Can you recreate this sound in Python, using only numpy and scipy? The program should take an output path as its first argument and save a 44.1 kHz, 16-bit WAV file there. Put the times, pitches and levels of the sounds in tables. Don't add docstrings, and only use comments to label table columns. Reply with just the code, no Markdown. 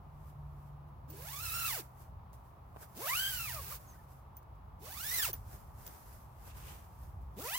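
import sys
import numpy as np
from scipy import signal
from scipy.fft import rfft, irfft, next_fast_len
from scipy.io import wavfile
from scipy.ndimage import uniform_filter1d, map_coordinates

SR = 44100
rng = np.random.default_rng(int(sys.argv[2]) if len(sys.argv) > 2 else 0)


def unload_audio(sound):
    columns = np.transpose(np.atleast_2d(sound))
    steps = np.round(np.clip(columns, -1, 1) * 32767)
    wavfile.write(sys.argv[1], SR, steps.astype(np.int16))


N = 334542

# f/Hz, relative level/dB
TICK_COLOUR = [(100, -9), (250, -1), (500, 5), (900, -6), (1500, 2.5), (2000, 2), (3000, 1.5), (3600, -2.5),
               (5000, -0.5), (7500, -0.5), (11000, -0.5), (16000, 0.5)]
# f/Hz, relative level/dB per Hz
SCRAPE_COLOUR = [(150, -52), (700, -15.5), (2200, -12), (3300, -14.5), (4500, -11.5), (6000, -12),
                 (8000, -13.5), (10000, -10.5), (13000, -5), (15000, -5.5), (16000, -1.5)]
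# f/Hz, gain/dB
TAPE_RING = [(200, -1.5), (400, -0.5), (600, -3.5), (1100, -1), (1400, -0.5), (1700, -4), (2200, 2.5),
             (2900, 5), (3700, 1), (4800, 3), (6500, -13)]
# dB per doubling of speed, dB from far end to middle, dB per dB of force
TONE_LAW, OCTAVE_LAW = (4, 12.2, 0.089), (4.04, 10.45, 1.0)
TICK_LAW, SCRAPE_LAW = (6.3, 9.1, 0.73), (5.14, 7.4, 1.0)
REFERENCE_TEETH_PER_S = 1000
SCRAPE_DB = -42
FOURTH_DB = -2
TONE_SINGS, OCTAVE_SINGS = 0.86, 1.17
SWAY = 24
PAN_FAR_DB, PAN_MIDDLE_DB = -3.5, -2


def zipper(tooth_db=2.0, chatter_db=0.5, bite=0.2):
    speed, force_db, sing_db, place, settings = slider()
    tone_db, octave_db, third_db, tick_db, side_db, unevenness = settings

    def growth(law):
        per_doubling, to_middle, per_force = law
        doublings = np.log2(speed / REFERENCE_TEETH_PER_S)
        return per_doubling * doublings + to_middle * place + per_force * force_db

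    at = tooth_clock(speed, unevenness, flutter=.014)
    turn = 2 * np.pi * np.interp(np.arange(N), at, np.arange(len(at)))

    first_db = tone_db + TONE_SINGS * sing_db + growth(TONE_LAW)
    second_db = octave_db + OCTAVE_SINGS * sing_db + growth(OCTAVE_LAW)
    upper_db = third_db + growth(OCTAVE_LAW)
    tone = 0
    for order, db in enumerate([first_db, second_db, upper_db, upper_db + FOURTH_DB], 1):
        sway = SWAY * unevenness * np.array([wobble(280), wobble(280)]) * np.sqrt((order + 1) / 2)
        gain = amp(db + along(TAPE_RING, order * speed)) * flicker(2.3, 170)
        tone = tone + gain * np.sin(order * turn + sway)
    tone = np.sqrt(2) * tone * amp([[-.5], [.5]])

    sizes = amp(tooth_db * rng.standard_normal(len(at))) / np.sqrt(speed[at.astype(int)])
    scattered = through_folds(pulses(at, sizes), t60=.014, rate=90, count=8)
    ticks = amp(tick_db + growth(TICK_LAW)) * coloured(scattered, TICK_COLOUR)

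    bursts = (1 + bite * np.cos(turn)) * flicker(chatter_db, rate=530)
    scrape = coloured(rng.standard_normal((2, N)) * bursts, SCRAPE_COLOUR)
    scrape = amp(SCRAPE_DB + growth(SCRAPE_LAW)) * scrape

    pan_db = side_db + PAN_FAR_DB + (PAN_MIDDLE_DB - PAN_FAR_DB) * place
    rasp = (ticks + scrape) * amp(np.array([pan_db, -pan_db]) / 2)
    return during(PULLS) * (right_first(tone, lag_ms=0.082) + rasp)


# t/s, speed/teeth per s, force of the hand/dB, how freely the tape sings/dB
PULLS = [
    [(1.078, 220, -17, 7), (1.1, 290, -7.5, 7), (1.23, 540, -2, 3), (1.33, 1080, -2, -1),
     (1.385, 1185, -3, -1.5), (1.435, 1390, -3, -4), (1.485, 1270, -0.5, -1), (1.56, 1360, -1.5, 3),
     (1.655, 1314, 1, 2.5), (1.688, 1240, 3.5, -1.5), (1.745, 810, 2, 3.5), (1.8, 377, 3, 0),
     (1.825, 157, -5, -2)],
    [(2.95, 125, -5, -7.5), (3.0, 330, 0, -0.5), (3.03, 527, -0.5, -1.5), (3.065, 590, 2, 1.5),
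     (3.09, 925, 4, 0.5), (3.125, 1080, -0.5, 4), (3.18, 1440, 1, -2.5), (3.26, 1600, -1.5, 3),
     (3.33, 1536, -0.5, -6.5), (3.46, 1254, -0.5, -0.5), (3.54, 700, 4, -1), (3.6, 560, 1.5, 7.5),
     (3.63, 380, 4.5, -15), (3.69, 420, 5.5, -11), (3.725, 620, 5.5, 3.5), (3.765, 384, 4, -19.5),
     (3.79, 260, -8, -10)],
    [(4.79, 245, -22, -6), (4.83, 396, -5, 5.5), (4.87, 556, -2, 6.5), (4.98, 1200, -5, -1),
     (5.06, 1750, -2.5, -24), (5.12, 1980, -0.5, -2), (5.168, 2060, 0, -1.5), (5.21, 1740, -1.5, 4.5),
     (5.245, 1500, 3, -3.5), (5.272, 840, 1, -2.5), (5.3, 395, 2.5, 3), (5.318, 243, -5, -14)],
    [(7.365, 163, -16, 12), (7.392, 247, 0.5, 6.5), (7.42, 362, -3, -1.5), (7.47, 520, -1, 8),
     (7.505, 690, -1, -2), (7.555, 1000, -2.5, 7), (7.59, 1080, 0, -9)],
]
# (random share of a tooth's spacing, at 1000 teeth per s)
STROKES = [(0.01, 0.73, -55.5, -60.5, -66, -47.5, 0, 0.02596),
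           (1, 0, -54.5, -53.5, -65, -50.5, 0.45, 0.02085), (0.05, 0.96, -56, -61.5, -73, -48.5, 0, .027),
           (1, 0.75, -59.5, -56, -58, -47, 0.5, .014)]


def slider():
    speed, force_db, sing_db = curves(np.vstack(PULLS))
    speed = uniform_filter1d(speed, size=700)
    place, settings = np.zeros(N), np.zeros((len(STROKES[0]) - 2, N))
    for k, (pull, (start, end, *row)) in enumerate(zip(PULLS, STROKES)):
        travel = np.cumsum(speed * during([pull]))
        first = np.argmax(travel > 0) if k else 0
        place[first:] = start + (end - start) * travel[first:] / travel[-1]
        settings[:, first:] = np.array(row)[:, None]
    return speed, force_db, sing_db, place, settings


def tooth_clock(speed, unevenness, flutter):
    travel = np.cumsum(speed * np.exp(flutter * wobble(90))) / SR
    spread = unevenness * (REFERENCE_TEETH_PER_S / speed) ** .7
    spread = np.interp(np.arange(int(travel[-1])), travel, spread)
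    marks = np.cumsum(np.abs(1 + spread * rng.standard_normal(len(spread))))
    return np.interp(marks[marks < travel[-1]], travel, np.arange(N))


def through_folds(x, t60, rate, count=4):
    t = np.arange(SR // 100) / SR
    tails = rng.standard_normal((count, 2, len(t))) * amp(-60 * t / t60)
    return sum(signal.oaconvolve(x[None], pair, axes=1)[:, :N] * wobble(rate) for pair in tails)


def right_first(x, lag_ms):
    sides = np.array([[1], [-1]])
    return filtered(x, lambda hz: np.exp(-1j * np.pi * hz * lag_ms / 1000 * sides))


# t/s at the loudest, rise/s, fall/s, level/dB before gain_db
RUSTLES = [(.3, .25, 0.06, -72.5), (.68, 0.74, .1, -79.5), (.89, .04, .03, -82), (1.82, 0.024, 0.1, -61.5),
           (2.02, .14, 0.092, -67), (2.335, 0.012, .09, -67.5), (2.46, 0.092, 0.17, -77),
           (2.83, 0.071, 0.046, -57), (2.95, 0.3, .05, -69.5), (3.8, 0.029, 0.23, -66),
           (3.9, 0.16, 0.27, -68), (4.04, .06, .08, -78), (4.12, 0.09, 0.17, -70.5),
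           (4.37, .02, 0.051, -69.5), (4.43, .015, .015, -75), (4.557, .015, .015, -80),
           (5.345, 0.039, 0.098, -59), (5.53, 0.13, 0.15, -59), (5.79, .04, .2, -65.5),
           (5.875, 0.12, 0.34, -60.5), (6.16, 0.97, .25, -66.5), (6.48, 0.18, .1, -63),
           (6.575, 0.057, 0.096, -60.5), (6.7, 0.22, 0.24, -59.5), (7.05, 0.36, 0.18, -70),
           (7.22, .03, 0.083, -76.5), (7.37, 0.14, .03, -74.5)]
# f/Hz, relative level/dB per Hz
NYLON_COLOUR = [(880, 6.5), (1500, 4), (2550, -5.5), (2790, -6.5), (3980, -8.5), (4990, -4.5), (9010, -4),
                (15000, 3), (15800, -11)]
HELD_DB = -96


def nylon(crinkle_db=1.0, fold_db=0.8, gain_db=7):
    crinkles = amp(crinkle_db * wobble(900) + fold_db * wobble(45))
    rustle = coloured(rng.standard_normal((2, N)) * crinkles, NYLON_COLOUR)
    strength = amp(gain_db) * np.hypot(swells(RUSTLES), amp(HELD_DB))
    return strength * rustle * amp([[-.5], [.5]])


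# t/s at the loudest, rise/s, fall/s, level/dB
RUBS = [(6.51, .08, 0.044, -60.5), (6.7, 0.31, 0.17, -57)]
# f/Hz, relative level/dB per Hz
SKIN_COLOUR = [(300, -20), (1500, -10), (2700, -2.5), (4500, -12), (9000, -10.5), (16000, -41)]


def fingers(stick_db=-1.0):
    drag = rng.standard_normal((2, N)) * flicker(stick_db, rate=250)
    return swells(RUBS) * coloured(drag, SKIN_COLOUR)


# t/s, level/dB before snap_db and the filter
SNAPS = [(1.8033, -31), (2.3311, -48), (2.3594, -67), (2.9695, -37), (3.7644, -57), (5.3305, -37),
         (5.3388, -30), (5.8656, -33.5), (5.8774, -34)]
# t/s, level/dB before tap_db and the filter
TAPS = [(2.762, -29.5), (2.768, -26), (5.339, -35)]
# f/Hz, gain/dB
CLOTH = [(100, -14), (300, -4.5), (700, -0.5), (1300, -8), (2500, -24), (6000, -38), (16000, -38)]


def knocks(snap_db=-7, tap_db=2):
    bright = filtered(cracks(SNAPS, t60=0.01), lambda hz: hz / np.hypot(hz, 1500))
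    dull = filtered(cracks(TAPS, t60=0.016), lambda hz: amp(along(CLOTH, hz)))
    return amp(snap_db) * bright + amp(tap_db) * dull


def cracks(rows, t60):
    out, t = np.zeros((2, N)), np.arange(SR // 20) / SR
    for s, db in rows:
        add(out, s, amp(db - 60 * t / t60) * rng.standard_normal((2, len(t))))
    return out


# t/s, level/dB before ring_db
CLINKS = [(1.102, -56), (4.368, -55), (5.331, -40.5), (5.648, -81.5), (5.868, -53)]
# f/Hz, relative level/dB, time to fall 60 dB/s
TAB_TONES = [(6200, -4.5, 0.042), (11600, -17, .03), (14800, 13, 0.061), (14700, -31, .2)]


def tab(attack=0.00029, ring_db=-1):
    out, t = np.zeros((2, N)), np.arange(SR // 4) / SR
    for s, db in CLINKS:
        ring = 0
        for hz, level, t60 in TAB_TONES:
            start = rng.random((2, 1)) / 4
            ring = ring + amp(level - 60 * t / t60) * np.sin(2 * np.pi * (hz * t + start))
        add(out, s, amp(db + ring_db) * ring * (1 - np.exp(-t / attack)))
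    return out


# t/s, f/Hz, level/dB
SQUEAKS = [(3.94, 1930, -65.5), (3.957, 1560, -66), (3.997, 1760, -67)]


def squeaks(length=0.0096):
    t = np.arange(N) / SR
    waver = 0.94 * wobble(200)
    out = 0
    for s, hz, db in SQUEAKS:
        out = out + amp(db) * np.exp(-((t - s) / length) ** 2) * np.sin(2 * np.pi * hz * t + waver)
    return out


# t/s, f/Hz before the warble, level/dB
BIRD = [(3.865, 6240, -80), (3.879, 6700, -63), (3.889, 6050, -64), (3.9, 6650, -60), (3.909, 6300, -70),
        (3.923, 6000, -62), (3.94, 6300, -78)]


def bird():
    hz, db = curves(BIRD)
    turns = 2 * np.pi * np.cumsum(hz * (1 + 0.0138 * wobble(900))) / SR
    return during([BIRD]) * amp(db) * np.sin(turns)


# t/s, firing f/Hz before the waver, level/dB before the two tones' own levels
ENGINE = [(0.0, 150, -55.5), (0.54, 144, -54), (0.96, 144.4, -51), (1.26, 145.1, -52), (1.49, 128, -53),
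          (2.7, 124, -63), (3.2, 125.4, -55), (3.7, 124.9, -56), (3.8, 130.6, -64.5)]


def engine(firing_db=-0.5, half_db=-4, waver=.008):
    hz, level_db = curves(ENGINE)
    turns = 2 * np.pi * np.cumsum(hz * (1 + waver * wobble(13))) / SR
    firing = amp(firing_db + 2.7 * wobble(7.3)) * np.sin(turns)
    octave_below = amp(half_db + 1.4 * wobble(12.0)) * np.sin(turns / 2)
    return amp(level_db) * (firing + octave_below)


# f/Hz, relative level/dB per Hz
OUTDOOR_COLOUR = [(25, -42), (38, -5.5), (55, 3.5), (110, -1.5), (150, -7.5), (260, -20.5), (480, -23.5),
                  (900, -14.5), (1200, -19), (1550, -32), (2500, -39), (8000, -56), (12000, -48.5),
                  (15800, -45)]
# f/Hz, likeness (1 = the same, 0 = unrelated)
FAR_ALIKE = [(60, 1), (125, 0.85), (250, 0.78), (500, 0.43), (1000, 0.084), (3000, 0.051), (10000, .1)]


def outdoors(level_db=-52, swell_db=3.25):
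    def shares(hz):
        turn = np.arccos(np.clip(along(FAR_ALIKE, hz), -1, 1)) / 2
        return np.array([np.cos(turn), np.sin(turn)])

    mid, side = filtered(rng.standard_normal((2, N)), shares)
    air = coloured(np.array([mid + side, mid - side]), OUTDOOR_COLOUR)
    rumble = filtered(air, lambda hz: 1 / (1 + (hz / 200) ** 4))
    return amp(level_db) * (air + rumble * (amp(swell_db * wobble(5)) - 1))


def amp(db):
    return 10 ** (np.asarray(db) / 20)


def unit(x):
    return x / np.sqrt(np.mean(x ** 2) + 1e-20)


def along(points, hz):
    f, v = np.transpose(points)
    return np.interp(np.log(hz + 1), np.log(np.abs(f) + 1), v)


def curves(rows):
    s, *cols = np.transpose(rows)
    return [np.interp(np.arange(N) / SR, s, c) for c in cols]


def during(tables):
    t = np.arange(N) / SR
    on = sum((t >= rows[0][0]) & (t <= rows[-1][0]) for rows in tables)
    return uniform_filter1d(np.minimum(on, 1.), size=400)


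RANGE_DB = 22


def swells(rows):
    t = np.arange(N) / SR
    power = 0
    for s, rise, fall, db in rows:
        slope = np.maximum((s - t) / rise, (t - s) / fall).clip(0, 6)
        power = power + amp(db - RANGE_DB * slope) ** 2
    return np.sqrt(power)


def wobble(rate):
    knots = rng.standard_normal(int(N * rate / SR) + 4)
    fine = np.arange(0, len(knots) - 1, 1 / 8)
    return np.interp(np.arange(N) * rate / SR, fine, map_coordinates(knots, [fine]))


def flicker(depth_db, rate):
    shared = wobble(rate)
    own = np.array([wobble(rate), wobble(rate)])
    return unit(amp(depth_db * (shared + 0.68 * own)))


def filtered(x, response):
    m = next_fast_len(N + SR // 4)
    return irfft(rfft(x, m) * response(np.fft.rfftfreq(m, 1 / SR)), m)[..., :N]


def coloured(x, spectrum):
    return unit(filtered(x, lambda hz: amp(along(spectrum, hz))))


def pulses(at, sizes):
    index = np.floor(at)[:, None] + np.arange(-7, 9)
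    lag = index - at[:, None]
    shape = np.sinc(lag) * np.cos(np.pi * lag / 16) ** 2
    index = np.clip(index, 0, N - 1).astype(int)
    return np.bincount(index.ravel(), (shape * sizes[:, None]).ravel(), N)


def add(track, s, sound):
    part = track[..., max(round(s * SR), 0):][..., :sound.shape[-1]]
    part += sound[..., :part.shape[-1]]


def scene():
    hands = nylon() + fingers() + knocks() + tab() + squeaks()
    background = bird() + engine() + outdoors()
    return zipper() + hands + background


TOP_HZ = 15900


def record(dry):
    return filtered(dry, lambda hz: hz < TOP_HZ)


dry = scene()
out = record(dry)
unload_audio(out)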